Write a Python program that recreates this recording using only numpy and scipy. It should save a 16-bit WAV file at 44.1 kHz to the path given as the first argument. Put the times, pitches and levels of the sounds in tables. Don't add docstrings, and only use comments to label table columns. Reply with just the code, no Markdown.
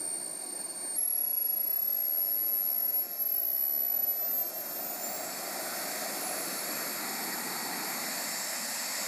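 import sys
import numpy as np
from scipy import signal
from scipy.io import wavfile
from scipy.ndimage import uniform_filter1d

SR = 44100
rng = np.random.default_rng(int(sys.argv[2]) if len(sys.argv) > 2 else 0)


def transcribe(u):
    v = np.clip(np.atleast_2d(u).T, -1, 1)
    q = np.round(v * 32767).astype(np.int16)
    wavfile.write(sys.argv[1], SR, q)


def nominal_scale(level):
    x = np.asarray(level, float) / 20
    return 10 ** x


N = 399987
CUT_S = 0.968

# start_s, blade_hz
RUN_SPEED = [(.97, 5626), (2.07, 5752.5), (2.97, 5787.8), (3.77, 5910), (4.07, 5930), (4.27, 6024),
             (4.47, 6216.7), (4.68, 6520), (5, 7097), (5.32, 7878), (5.7, 9076), (5.85, 9450),
             (6.45, 11162), (6.75, 11439), (7.55, 11449), (7.8, 11581), (8.3, 12322), (9.1, 12576)]
# centre_hz, width_hz, level_db
HOUSING = [(348, 71, 3.5), (1100, 120, 0), (1365, 50, 2.5), (2220, 120, -1.5), (2500, 530, 1.5),
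           (1620, 160, -1.5), (1865, 320, 2), (2967, 195, -8), (3484, 650, -4), (4180, 180, -3.5),
           (4570, 350, 4), (4863, 153, -12.5), (5360, 240, 4), (5866, 114, -9.5), (7190, 750, 2),
           (8250, 240, -7.5), (8900, 270, 2.5), (10250, 910, -10.5), (11160, 1560, 5), (12600, 250, -2),
           (13130, 250, -9), (14300, 330, -2), (15050, 300, -1)]


def evened(x):
    return x / np.sqrt(np.mean(x ** 2) + 1e-20)


def follow(rows, t):
    s, *columns = np.transpose(rows)
    return [np.interp(t, s, c) for c in columns]


def read(points, hz):
    f, value = np.transpose(points)
    return np.interp(np.log(hz + 1), np.log(f + 1), value)


def resonances_db(hz, bumps):
    return sum(db / (1 + (2 * (hz - f) / width_hz) ** 2) for f, width_hz, db in bumps)


def flutter(smooth_s):
    size = max(round(smooth_s * SR), 1)
    once = uniform_filter1d(rng.standard_normal((2, N)), size)
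    return evened(uniform_filter1d(once, size))


def ground_comb(hz, state, echo_top_hz=1300):
    # state, first_notch_hz, strength_0_1
    ground = [
        (-2, 470, 0.18),
        (0, 480, 0.22),
        (1, 550, 0.09),
        (2, 513, 0.28),
        (3, 473, .48),
        (3.5, 390, 0),
    ]
    notch_hz, strength = follow(ground, state)
    echo = np.clip(strength, 0, 1) / (1 + (hz / echo_top_hz) ** 2)
    return abs(1 + echo * np.exp(1j * np.pi * hz / notch_hz))


def wall_comb(hz, t, spacing_hz=649, share=0.48):
    reached = (t < CUT_S) * (hz > 1.5 * spacing_hz) * (hz < 3500)
    return abs(1 - share * reached * np.exp(2j * np.pi * hz / spacing_hz))


def howl_db(hz, state, width_hz=250):
    # state, centre_hz, level_db over the roar
    howl = [
        (-1, 660, 8.5),
        (0, 680, 1.5),
        (0.81, 660, 12.5),
        (1.4, 684, 15.5),
        (1.5, 675, 12),
        (1.8, 610, 7.5),
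        (2, 795, 9.5),
        (2.5, 660, 6.5),
        (3.1, 600, 2),
    ]
    centre_hz, level_db = follow(howl, state)
    return level_db / (1 + (2 * (hz - centre_hz) / width_hz) ** 4)


def jet_colour_db(hz, t, state, depth):
    # freq_hz, density_db (per Hz)
    idle_colour = [(53, -58.5), (90, -30), (150, -9.5), (341, -1), (471, -9.5), (2360, -22.5),
                   (3260, -29.5), (4500, -13.5), (6070, -25), (8030, -21.5), (8560, -23), (9540, -24),
                   (11300, -21), (15300, -31)]
    held_colour = [(53, -62), (90, -28.5), (195, -6), (491, -5), (681, 1.5), (841, -13), (2520, -17.5),
                   (3000, -24.5), (5350, -11.5), (5890, -16.5), (9000, -24), (11700, -47), (19800, -120)]
    held_treble = [(11000, -21), (15300, -41.5)]
    full_colour = [(53, -51), (90, -16), (227, -0.5), (724, -8), (1110, -11), (1350, -9.5), (2570, -16.5),
                   (2990, -20.5), (4500, -14), (8940, -15), (10200, -15), (11300, -14.5), (15300, -16.5)]
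    roll_colour = [(53, -55), (90, -29), (208, 4), (513, -3), (841, -7), (1380, -3.5), (2310, -5),
                   (2990, -19), (4500, -4), (5820, -13.5), (7530, -8), (10400, -11.5), (11800, -9.5),
                   (15300, -20.5)]
    away_colour = [(53, -56), (90, -22), (232, 4), (396, -10.5), (571, 1), (1270, -9), (2030, -5.5),
                   (2920, -15.5), (4500, -6.5), (5820, -12), (7210, -6), (10400, -6.5), (11800, -6),
                   (15300, -12)]
    # centre_hz, width_hz, level_db at the last state
    behind = [(3440, 250, -4.5), (4560, 270, -3), (4850, 160, 10), (5270, 400, 2), (7800, 500, 3.5),
              (8700, 150, -9), (12950, 150, -10), (13150, 200, 8)]
    colour_db = 0
    for k, colour in enumerate((held_colour[:-2] + held_treble, full_colour, roll_colour, away_colour)):
        weight = np.maximum(1 - abs(np.clip(state, 0, 3) - k), 0)
        colour_db = colour_db + weight * read(colour, hz)
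    colour_db = np.where(t < CUT_S, read(idle_colour, hz), colour_db)
    colour_db = colour_db + depth * resonances_db(hz, HOUSING)
    colour_db += np.clip(state - 2, 0, 1) * resonances_db(hz, behind)
    return colour_db + howl_db(hz, state)


def jets(patchy_db=0.97):
    # start_s, state (-1 idle, 0 held, 1 full, 2 rolling past, 3 away), roar_db
    jet_course = [(0, -1, -46.5), (.95, -1, -46), (.99, 0, -49.5), (2.95, 0, -47.5), (3.5, 0, -49),
                  (4.15, 0.5, -46.5), (5.35, 1.5, -37.5), (5.8, 1.5, -35), (6.3, 1.5, -35), (7.2, 2, -35),
                  (7.8, 2, -34.5), (8.6, 3, -30.5), (9.07, 3.5, -30)]
    # state, rumble_db, hiss_db, housing_depth
    blend = [
        (-1, -6.5, 2, 1.15),
        (-0.5, -4.5, 17.5, 1.55),
        (1.5, -6.5, 1.5, 1.14),
        (2, -3, 2, 1.06),
        (3, -12.5, -10, 1.3),
    ]
    frames, hz = N // 512 + 5, np.fft.rfftfreq(2048, 1 / SR)[:, None]
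    t = np.arange(frames) * 512 / SR
    a, b, patches = rng.standard_normal((frames, 1025, 3)).T
    patches = evened(uniform_filter1d(uniform_filter1d(patches, 20, axis=0), 8, axis=1))
    state, roar_db = follow(jet_course, t)
    rumble_db, hiss_db, depth = follow(blend, state)
    shape = nominal_scale(jet_colour_db(hz, t, state, depth))
    shape = shape * ground_comb(hz, state) * wall_comb(hz, t)
    band = (hz[:, 0] > 900) & (hz[:, 0] < 8000)
    shape /= np.sqrt((shape[band] ** 2).sum(0))
    field_db = roar_db + rumble_db / (1 + (hz / 900) ** 2)
    field_db = field_db + hiss_db / (1 + (9000 / (hz + 1)) ** 4) + patchy_db * patches
    spectra = (a + 1j * b) * shape * nominal_scale(field_db)
    return signal.istft(spectra, nperseg=2048, noverlap=1536)[1][:N] / np.sqrt(1.5)


def read_housing(hz):
    grid_hz = np.arange(0, SR / 2, 10)
    return np.interp(hz, grid_hz, resonances_db(grid_hz, HOUSING))


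def blade_level_db(t, blade_hz, side):
    # start_s, both_db, first_over_second_db
    blade = [(0, -59, -4), (.7, -63, 7), (.96, -67.5, 21), (1, -72, -0.5), (4.5, -71, 3), (5.1, -54.5, 10),
             (5.75, -63, 16), (6.28, -44.5, -12), (6.47, -50, 12), (6.7, -55, 8), (6.95, -51.5, -1),
             (7.3, -62, 26), (7.62, -70, 10), (7.95, -58, 20), (8.25, -64, 14), (8.4, -85, 0)]
    both_db, over_db = follow(blade, t)
    return both_db + side * over_db + 1.36 * read_housing(blade_hz) + 2.5 * flutter(0.05)


def whine_level_db(t, mean_hz, side, whine):
    # start_s, length_s, depth_db
    dropouts = [
        (4.44, 0.012, -9),
        (4.522, 0.018, -12),
        (4.98, .02, -6),
    ]
    both_db, tilt_db = follow(whine, t)
    for s, length_s, db in dropouts:
        both_db = both_db + db * np.exp(-((t - s) / length_s) ** 2)
    return both_db + side * tilt_db - 100 * (mean_hz > 7750)


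def compressors(mean_hz, gap_hz, start_s, lead_turns, whine, third_db, flutter_db=1.4, jitter_turns=0.004):
    # start_s, level_db
    shaft = [
        (5, -97),
        (5.7, -52),
        (6.2, -67),
        (7.6, -51.5),
        (8.5, -66),
    ]
    blades_per_turn = 6
    t = np.arange(N) / SR
    side = np.array([[.5], [-.5]])
    gap_turns = np.cumsum(gap_hz * (t >= start_s)) / SR + lead_turns / 2
    turns = np.cumsum(mean_hz) / SR + side * gap_turns + jitter_turns * flutter(0.0026)
    whine_db = whine_level_db(t, mean_hz, side, whine)
    blade_db = blade_level_db(t, mean_hz + side * gap_hz, side)
    tone = nominal_scale(whine_db) * np.cos(4 * np.pi * turns)
    tone += nominal_scale(whine_db + third_db) * np.cos(6 * np.pi * turns)
    tone += np.sqrt(2) * nominal_scale(blade_db) * np.cos(2 * np.pi * turns)
    tone += nominal_scale(follow(shaft, t)) * np.cos(2 * np.pi * turns / blades_per_turn)
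    return (tone * nominal_scale(flutter_db * flutter(0.0072))).sum(0)


def idle_compressors(t):
    # start_s, blade_hz, first_minus_second_hz
    idle_speed = [
        (0, 4405, 44.7),
        (.6, 4395.6, 11.2),
        (.7, 4394.8, 10),
        (.8, 4394.3, -1.28),
        (.9, 4394, 2.34),
        (1, 4394, -3.49),
    ]
    # start_s, both_db, first_over_second_db
    idle_whine = [(0, -35.5, 1), (.15, -37, 9), (.2, -38.5, 3), (.45, -40, 2), (.65, -38, -1),
                  (.77, -41.5, 7), (.87, -39, -6), (.96, -40, 3)]
    mean_hz, gap_hz = follow(idle_speed, t)
    return compressors(mean_hz, gap_hz, 0, 0.325, idle_whine, -23)


def run_compressors(t, inertia_s=0.2):
    # start_s, first_minus_second_hz
    run_gap = [(.97, 23.19), (1.43, 11.94), (1.87, 18.16), (2.28, 51.37), (2.53, 58.82), (2.95, 3.76),
               (3.16, -.59), (3.38, -27.94), (3.73, -36.73), (3.82, -35.08), (4.16, 1.37), (4.26, .15),
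               (4.46, 1.7), (4.57, -2.3), (5, -40), (6.25, -290), (7.05, -60), (7.35, -40)]
    # start_s, both_db, first_over_second_db
    run_whine = [(.98, -29.5, -6.5), (1.25, -31, 4.5), (1.5, -30, -2.5), (2.1, -31, 6.5), (2.8, -30.5, 3.5),
                 (3, -30.5, -1), (3.1, -34.5, 7.5), (3.2, -30.5, 2.5), (3.9, -30, -2), (4.05, -29.5, 1.5),
                 (4.12, -32, -8), (4.25, -35.5, 13), (4.41, -32.5, -6), (4.57, -39, 3), (4.72, -47, 22),
                 (4.9, -41.5, 9), (5.15, -41, 0), (5.25, -49, 5.5)]
    mean_hz = uniform_filter1d(follow(RUN_SPEED, t)[0], round(inertia_s * SR), mode="nearest")
    gap_hz = follow(run_gap, t)[0]
    return compressors(mean_hz, gap_hz, run_gap[0][0], 0.125, run_whine, -200)


def scene():
    t = np.arange(N) / SR
    fade_s = 0.02
    fade = np.clip((t - CUT_S) / fade_s + .5, 0, 1)
    mono = jets() + idle_compressors(t) * (1 - fade) + run_compressors(t) * fade
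    return np.array([mono, mono])


def passed_hz(t):
    # start_s, length_s, edge_hz
    glimpses = [(1.4, 0.15, 12400), (2.91, .05, 12100), (3.038, 0.17, 12300), (3.15, .04, 15350),
                (3.34, 0.21, 12400), (4.041, 0.26, 11310), (4.297, 0.096, 12300), (7.96, .07, 12300)]
    shut_hz, open_hz, top_hz = 9350, 12400, 15350
    relief_s, trail_hz = 4.42, 600
    whine_hz = 2 * follow(RUN_SPEED, t)[0]
    edge_hz = np.where(t < relief_s, shut_hz, np.clip(whine_hz - trail_hz, open_hz, top_hz))
    for s, length_s, hz in glimpses:
        edge_hz = np.where((t >= s) & (t < s + length_s), hz, edge_hz)
    return np.where(t < CUT_S, top_hz, edge_hz)


def starve(x, ragged_hz=180, whine_db=14, hole_db=10, chancy_db=5):
    hz, t, z = signal.stft(x, SR, window="cosine", nperseg=2048, noverlap=1024)
    edge_hz = passed_hz(t) + ragged_hz * rng.standard_normal(len(t))
    band_db = 10 * np.log10(abs(uniform_filter1d(abs(z) ** 2, size=9, axis=0)) + 1e-20)
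    near_whine = band_db > band_db.max(0) - whine_db
    usual_db = np.median(band_db[(hz > 4000) & (hz < 9000)], axis=0)
    chance = uniform_filter1d(rng.standard_normal((len(t), 130)), size=4, axis=0)
    chance = chance.T[np.arange(len(hz)) // 8]
    hz = hz[:, None]
    threshold_db = usual_db - hole_db + chancy_db * chance * (hz > 9300)
    strong = (band_db > threshold_db) | (hz < 5600)
    keep = strong & ((hz < edge_hz) | near_whine) & (hz < 15350)
    return signal.istft(z * keep, SR, window="cosine", nperseg=2048, noverlap=1024)[1][:N]


def band_limit(x):
    return signal.sosfilt(signal.butter(12, 15670, fs=SR, output="sos"), x)


def record(dry):
    bass_cut = signal.butter(3, 115, "high", fs=SR, output="sos")
    mono = starve(signal.sosfilt(bass_cut, dry[0]))
    return band_limit(np.array([mono, mono]))


dry = scene()
out = record(dry)
transcribe(out)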